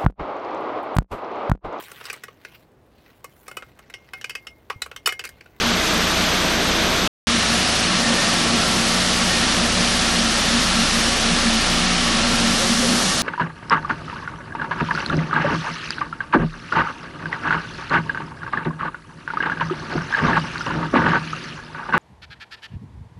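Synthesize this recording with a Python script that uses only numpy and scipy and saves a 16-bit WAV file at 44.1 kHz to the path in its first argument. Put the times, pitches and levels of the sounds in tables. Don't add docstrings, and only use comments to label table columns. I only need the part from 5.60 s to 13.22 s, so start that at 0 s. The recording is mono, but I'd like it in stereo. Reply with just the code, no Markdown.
import sys
import numpy as np
from scipy import signal
from scipy.fft import rfft, irfft, next_fast_len
from scipy.io import wavfile
from scipy.ndimage import uniform_filter1d

SR = 44100
rng = np.random.default_rng(int(sys.argv[2]) if len(sys.argv) > 2 else 0)


def gain_from_db(level_db):
    decades = np.asarray(level_db, float) / 20
    return 10 ** decades


def master_out(mix):
    frames = np.transpose(np.atleast_2d(mix))
    ceiling = np.clip(frames, -1, 1)
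    pcm = np.round(ceiling * 32767).astype(np.int16)
    wavfile.write(sys.argv[1], SR, pcm)


N = 336042

CUT_S, RESUME_S = 1.4766, 1.6702
FRAME = 1024


def unit(x):
    return x / np.sqrt(np.mean(x ** 2))


def by_shot(pair):
    return np.where(np.arange(N) < (CUT_S + RESUME_S) / 2 * SR, *pair)


def walk(rate):
    hold = int(SR / rate)
    levels = np.repeat(rng.standard_normal(N // hold + 1), hold)
    return 1.38 * uniform_filter1d(uniform_filter1d(levels, hold), hold)[:N]


def shape(x, gain):
    size = next_fast_len(N)
    hz = np.arange(size // 2 + 1) * SR / size + 1e-3
    return irfft(rfft(x, size) * gain(hz), size)[:N]


def ring(hz, centre_hz, width_hz):
    return 1 / (1 + (2 * (hz - centre_hz) / width_hz) ** 2)


def colour(points, resonances):
    at, db = np.transpose(points)

    def gain(hz):
        base_db = np.interp(np.log(hz), np.log(at), db)
        return gain_from_db(base_db + sum(up_db * ring(hz, f, width) for f, width, up_db in resonances))
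    return gain


def band(low_hz, high_hz):
    size = next_fast_len(N)
    spectrum = np.zeros(size // 2 + 1, complex)
    low, high = int(low_hz * size / SR), int(high_hz * size / SR)
    spectrum[low:high] = rng.standard_normal((high - low, 2)) @ [1, 1j]
    return unit(irfft(spectrum, size)[:N])


def bursts(rows, carriers=None):
    if carriers is None:
        carriers = [np.ones(N)] * len(rows)
    out = np.zeros(N)
    for (at, db, length), carrier in zip(rows, carriers):
        start = max(int((at - length / 2) * SR), 0)
        span = np.arange(start, min(int((at + length / 2) * SR), N))
        out[span] += gain_from_db(db) * np.cos(np.pi * (span / SR - at) / length) * carrier[span]
    return out


def phone_path():
    # (time [s], closeness to the shell [0-1], view over the rim [0-1])
    path = [
        (0, .1, 0.1),
        (1.45, .1, 0),
        (1.7, 0.1, 0),
        (3.0, 0.2, 0.2),
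        (4.8, .3, 0.2),
        (6.2, 0.96, 0.03),
        (6.75, 1, 0),
        (7.05, .9, 0.6),
        (7.6, 1, 0.95),
    ]
    s, near, over = np.transpose(path)
    now = np.arange(N) / SR
    return np.interp(now, s, near), np.interp(now, s, over)


def hum(turn):
    # (first shot [dB], second shot [dB], neighbour share [0-1], in step at [s])
    multiples = [
        (-43, -42, 0.9, 4.7),
        (-43, -39, .8, 4.8),
        (-39.5, -40, 0.4, 3.9),
    ]
    close_db = [
        8,
        -0.5,
        -3.5,
    ]
    neighbour_slip_hz, first_in_step_s = 0.13, 0.46
    rim_db = -5
    s = np.arange(N) / SR
    near, over = phone_path()
    out = 0
    for k, (first_db, second_db, share, in_step_s) in enumerate(multiples):
        own = (k + 1) * turn + 0.23 * walk(0.93)
        slip = 2 * np.pi * (k + 1) * neighbour_slip_hz * (s - by_shot((first_in_step_s, in_step_s)))
        db = by_shot((first_db, second_db)) + close_db[k] * near + rim_db * over + 0.8 * walk(5)
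        out = out + gain_from_db(db) * (np.sin(own) + share * np.sin(own - slip))
    for k, db in zip((4, 5, 6), (-48, -46, -44)):
        out = out + gain_from_db(db + 2.0 * walk(2.6)) * np.sin(k * turn)
    return np.sqrt(2) * out


def shell_mode(centre_hz, width_hz, swells, lulls_s, rest_db, near):
    noise = shape(rng.standard_normal(N), lambda hz: ring(hz, centre_hz, width_hz))
    mode = signal.hilbert(noise, next_fast_len(N))[:N]
    steadied = unit(np.real(mode / np.abs(mode) ** 0.8))
    lull_db = -11 * bursts([(at, 0, 0.12) for at in lulls_s])
    rest = gain_from_db(by_shot(rest_db) + 5 * near + 2 * walk(14))
    swell = bursts([(at, db, 1.43 * length) for at, db, length in swells])
    return np.hypot(rest, swell) * gain_from_db(lull_db) * steadied


def boom():
    # (time [s], level [dB], length [s])
    base_swells = [(0.14, -25, 0.07), (0.393, -30, 0.14), (0.628, -33.5, 0.19), (1.07, -47, 0.16),
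                   (1.39, -35, 0.18), (1.704, -31, 0.07), (2.01, -29.5, 0.11), (2.356, -27.0, 0.12),
                   (2.726, -30, 0.14), (3.014, -33, 0.11), (3.163, -29, 0.12), (3.367, -27.0, 0.26),
                   (3.63, -30, 0.16), (4.0, -28, 0.06), (4.194, -26, 0.085), (4.415, -31, 0.1),
                   (4.574, -28, 0.13), (4.91, -34, 0.18), (5.163, -27, 0.13), (5.36, -30, 0.063),
                   (5.55, -39, 0.077), (5.73, -23, 0.044), (5.87, -32, 0.096), (6.25, -28, 0.28),
                   (6.56, -31.0, 0.11), (6.718, -35, 0.09), (6.854, -27, 0.13), (7.1, -28, 0.06),
                   (7.3, -32, 0.09), (7.472, -24, 0.079)]
    # (time [s], level [dB], length [s])
    bowl_swells = [(0.1, -25.5, .11), (.36, -26.5, 0.061), (.64, -29.5, .09), (.85, -34, 0.22),
                   (1.05, -30, 0.12), (1.29, -29, .07), (1.74, -27, 0.17), (1.91, -27, 0.09),
                   (2.07, -28.5, 0.11), (2.41, -26, 0.062), (2.51, -21.5, 0.068), (2.76, -31, 0.099),
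                   (2.94, -23.5, 0.094), (3.25, -29, .15), (3.56, -29, 0.22), (4.04, -24, 0.047),
                   (4.25, -29.5, 0.18), (4.63, -22, 0.13), (4.97, -21.5, 0.084), (5.2, -23.5, .1),
                   (5.36, -28, 0.041), (5.73, -28, 0.09), (5.87, -20.5, .06), (5.96, -21, .06),
                   (6.54, -26, 0.09), (6.69, -22.5, 0.14), (6.89, -22, 0.14), (7.12, -19.5, 0.04),
                   (7.2, -19, 0.033), (7.31, -22, .092)]
    base_lulls_s = [.09, .2, .52, 1.84, 2.13, 2.85, 3.92, 4.78, 5.44, 6.0, 6.63, 7.03, 7.23]
    bowl_lulls_s = [.28, .52, 1.36, 2.3, 3.4, 3.72, 4.12, 4.82, 5.29, 6.06, 7.5]
    near, _ = phone_path()
    base = shell_mode(180, 14, base_swells, base_lulls_s, (-36.5, -38.5), near)
    bowl = shell_mode(232, 11.6, bowl_swells, bowl_lulls_s, (-39, -33), near)
    return base + bowl


def chimes():
    # (frequency [Hz], width [Hz], level [dB])
    parts = [
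        (735, 70, -43),
        (1122, 46, -40),
        (1354, 70, -39),
        (1836, 70, -39),
        (2950, 160, -45),
    ]
    # (time [s], which part [index], level over usual [dB], length [s])
    surfacing = [(1.96, 2, 5, .2), (2.01, 0, 6, .3), (2.3, 1, 4, .3), (2.31, 2, 2, .2), (2.6, 3, 4.5, .6),
                 (2.86, 1, 4, .5), (3.05, 2, 5, .5), (3.74, 3, 3.5, .25), (4.15, 3, 2, .35),
                 (4.54, 0, 8, .5), (5.2, 2, 5, .36), (5.8, 0, 4, .4), (6.05, 4, 7, .4), (6.56, 1, 5, .5),
                 (6.62, 2, 5, .5)]
    sunk_db = -2.5
    out = 0
    for k, (hz, width, db) in enumerate(parts):
        rows = [(at, up_db, length) for at, which, up_db, length in surfacing if which == k]
        surfaced = np.hypot(gain_from_db(sunk_db), bursts(rows))
        out = out + surfaced * gain_from_db(db + 2.0 * walk(7)) * band(hz - width / 2, hz + width / 2)
    return out * (np.arange(N) > CUT_S * SR)


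def clunks():
    # (time [s], frequency [Hz], level [dB], length [s])
    knocks = [
        (1.16, 325, -28.5, 0.06),
        (6.63, 570, -31.5, 0.032),
        (7.005, 530, -28.5, 0.05),
        (7.05, 360, -32, .04),
        (7.228, 507, -28.5, 0.032),
        (7.23, 410, -31, .03),
    ]
    s = np.arange(N) / SR
    tones = [np.sqrt(2) * np.sin(2 * np.pi * hz * s + 1.3 * walk(40)) for _, hz, _, _ in knocks]
    return bursts([(at + length / 2, db, 2 * length) for at, _, db, length in knocks], tones)


def impacts(turn):
    hits_per_s, scatter_db, shake_depth = 30000, 1.2, 0.05
    struck = rng.random(N) < hits_per_s / SR
    strength = gain_from_db(scatter_db * rng.exponential(size=N)) * rng.standard_normal(N)
    return unit(struck * strength * (1 + shake_depth * np.sin(turn)))


def rattle(turn):
    # (frequency [Hz], level per Hz [dB])
    spectra = [
        [(24, -32), (40, -10), (127, -12), (206, -5), (508, -8.5), (625, -9), (884, -11), (1250, -7.5),
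         (1980, -10), (3540, -9.5), (5240, -15), (7240, -22), (10000, -30), (13300, -33)],
        [(24, -37), (40, -15.5), (119, -11.5), (228, -7), (427, -14), (709, -10.5), (1020, -13), (2100, -13),
         (3500, -12.5), (5660, -14), (7300, -21.5), (10400, -24.5), (11300, -29), (12700, -37)],
    ]
    # (frequency [Hz], width [Hz], level over the rattle [dB])
    resonances = [
        [(318, 14, 3.5), (634, 48, 6), (710, 21, 2.5), (1273, 240, 0), (1560, 85, 1.5), (2720, 470, -1),
         (3530, 240, -0.5), (6150, 450, 4.5), (8800, 400, 4), (10700, 330, 7), (11730, 260, 9),
         (12110, 160, -10), (12470, 300, 12), (11370, 250, -4)],
        [(338.4, 14, 4), (563, 61, 3), (755, 27, 1), (870, 300, -2), (1164, 30, 4), (1303, 150, 2.5),
         (1720, 190, 2), (2900, 340, 1.5), (3510, 130, 1), (4290, 140, 2)],
    ]
    level_db, near_db, over_db = (-21.3, -21.0), -0.4, -1
    rim_top_db, rim_shadow_db = 4.5, -3
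    knocks = impacts(turn) + gain_from_db(1.5) * rng.standard_normal(N)
    first = by_shot((True, False))
    near, over = phone_path()
    out = np.zeros(N)
    for shot, points, peaks in zip((first, ~first), spectra, resonances):
        tone = shape(knocks, colour(points, peaks))
        wall = shape(tone, lambda hz: 1 / (1 + (hz / 950) ** 6))
        top = shape(tone, lambda hz: 1 / (1 + (5800 / hz) ** 8))
        middle = tone - wall - top
        scale = 1 / np.std(middle)
        shadowed = shape(tone, lambda hz: np.exp(-((hz - 2400) / 550) ** 2))
        middle = middle + shadowed * (gain_from_db(rim_shadow_db * over) - 1)
        wall = wall * gain_from_db(0.75 * walk(9))
        top = top * gain_from_db(rim_top_db * over + 0.5 * walk(12))
        out += shot * scale * (wall + middle * gain_from_db(0.31 * walk(10)) + top)
    return out * gain_from_db(by_shot(level_db) + near_db * near + over_db * over)


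def scene():
    shaft_hz = 29.66
    turn = 2 * np.pi * np.cumsum(shaft_hz * (1 + 0.0027 * walk(0.643))) / SR
    mono = hum(turn) + boom() + chimes() + clunks() + rattle(turn)
    return np.array([mono, mono])


def starve(x, grid, steps, sway_db):
    rise = np.cumsum(np.kaiser(FRAME + 1, 4 * np.pi))
    window = np.sqrt(np.r_[rise[:FRAME], rise[FRAME - 1::-1]] / rise[-1] * 2 / FRAME)
    times = np.arange(2 * FRAME) + (FRAME + 1) / 2
    lines_at = np.arange(FRAME) + 0.5
    basis = window[:, None] * np.cos(np.pi / FRAME * np.outer(times, lines_at))
    basis = basis.astype(np.float32)
    lead = 2 * FRAME - grid
    hops = np.pad(x, (lead, -(N + lead) % FRAME + FRAME)).reshape(-1, FRAME)
    lines = np.hstack([hops[:-1], hops[1:]]).astype(np.float32) @ basis
    hz = lines_at * SR / 2 / FRAME
    first = (np.arange(len(lines)) * FRAME - lead) / SR < CUT_S
    step_db = np.where(first[:, None], *[np.interp(hz, *np.transpose(points)) for points in steps])
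    groups = np.repeat(rng.standard_normal((len(lines), 32)), FRAME // 32, axis=1)
    step = gain_from_db(step_db + sway_db * (rng.standard_normal((len(lines), 1)) + groups))
    rounded = np.sign(lines) * np.floor(np.abs(lines) / step + 0.4) * step
    back = rounded.astype(np.float32) @ basis.T
    return (back[:-1, FRAME:] + back[1:, :FRAME]).ravel()[lead - FRAME:][:N]


def splash():
    rows = [(RESUME_S + 0.003, -47, 0.006), (RESUME_S + 0.008, -50, 0.004), (RESUME_S + 0.0185, -54, 0.004)]
    return bursts(rows, [band(11000, 16000)] * len(rows))


def slips():
    # (time [s], low edge [Hz], high edge [Hz], level [dB])
    partings = [(2.285, 6200, 8400, -38), (2.565, 6800, 8370, -39), (2.775, 6880, 9000, -39),
                (3.82, 4600, 6000, -34), (3.82, 6800, 8800, -40), (4.075, 7500, 8900, -38),
                (4.375, 9000, 10500, -43), (4.865, 5500, 7600, -36), (6.675, 6230, 7600, -37),
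                (7.235, 4280, 5400, -32), (7.235, 6200, 7800, -38)]
    rows = [(at, db, 0.046) for at, _, _, db in partings]
    return bursts(rows, [band(low, high) for _, low, high, _ in partings])


def band_limit(x):
    return signal.sosfilt(signal.butter(12, 16000, fs=SR, output="sos"), x)


def record(dry):
    # (frequency [Hz], level [dB])
    coarse = [
        [(200, -45), (5000, -30), (7500, -20.5), (10000, -20.5), (13200, -21), (13250, 20)],
        [(200, -45), (5000, -29), (8000, -20), (11700, -20), (12600, -19), (12700, 20)],
    ]
    # (frequency [Hz], level [dB])
    fine = [[(200, -70), (6000, -52), (13300, -50), (13350, 20)]] * 2
    s = np.arange(N) / SR
    mono = np.tanh(0.9 * dry[0]) / 0.9
    mono = starve(mono, 60, coarse, sway_db=1.4)
    mono = starve(mono, 423, fine, sway_db=2.0)
    mono = mono * (np.clip((CUT_S - s) / 0.0012, 0, 1) + (s >= RESUME_S))
    mono = mono + splash()
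    side = slips()
    return band_limit(np.array([mono + side, mono - side]))


dry = scene()
out = record(dry)
master_out(out)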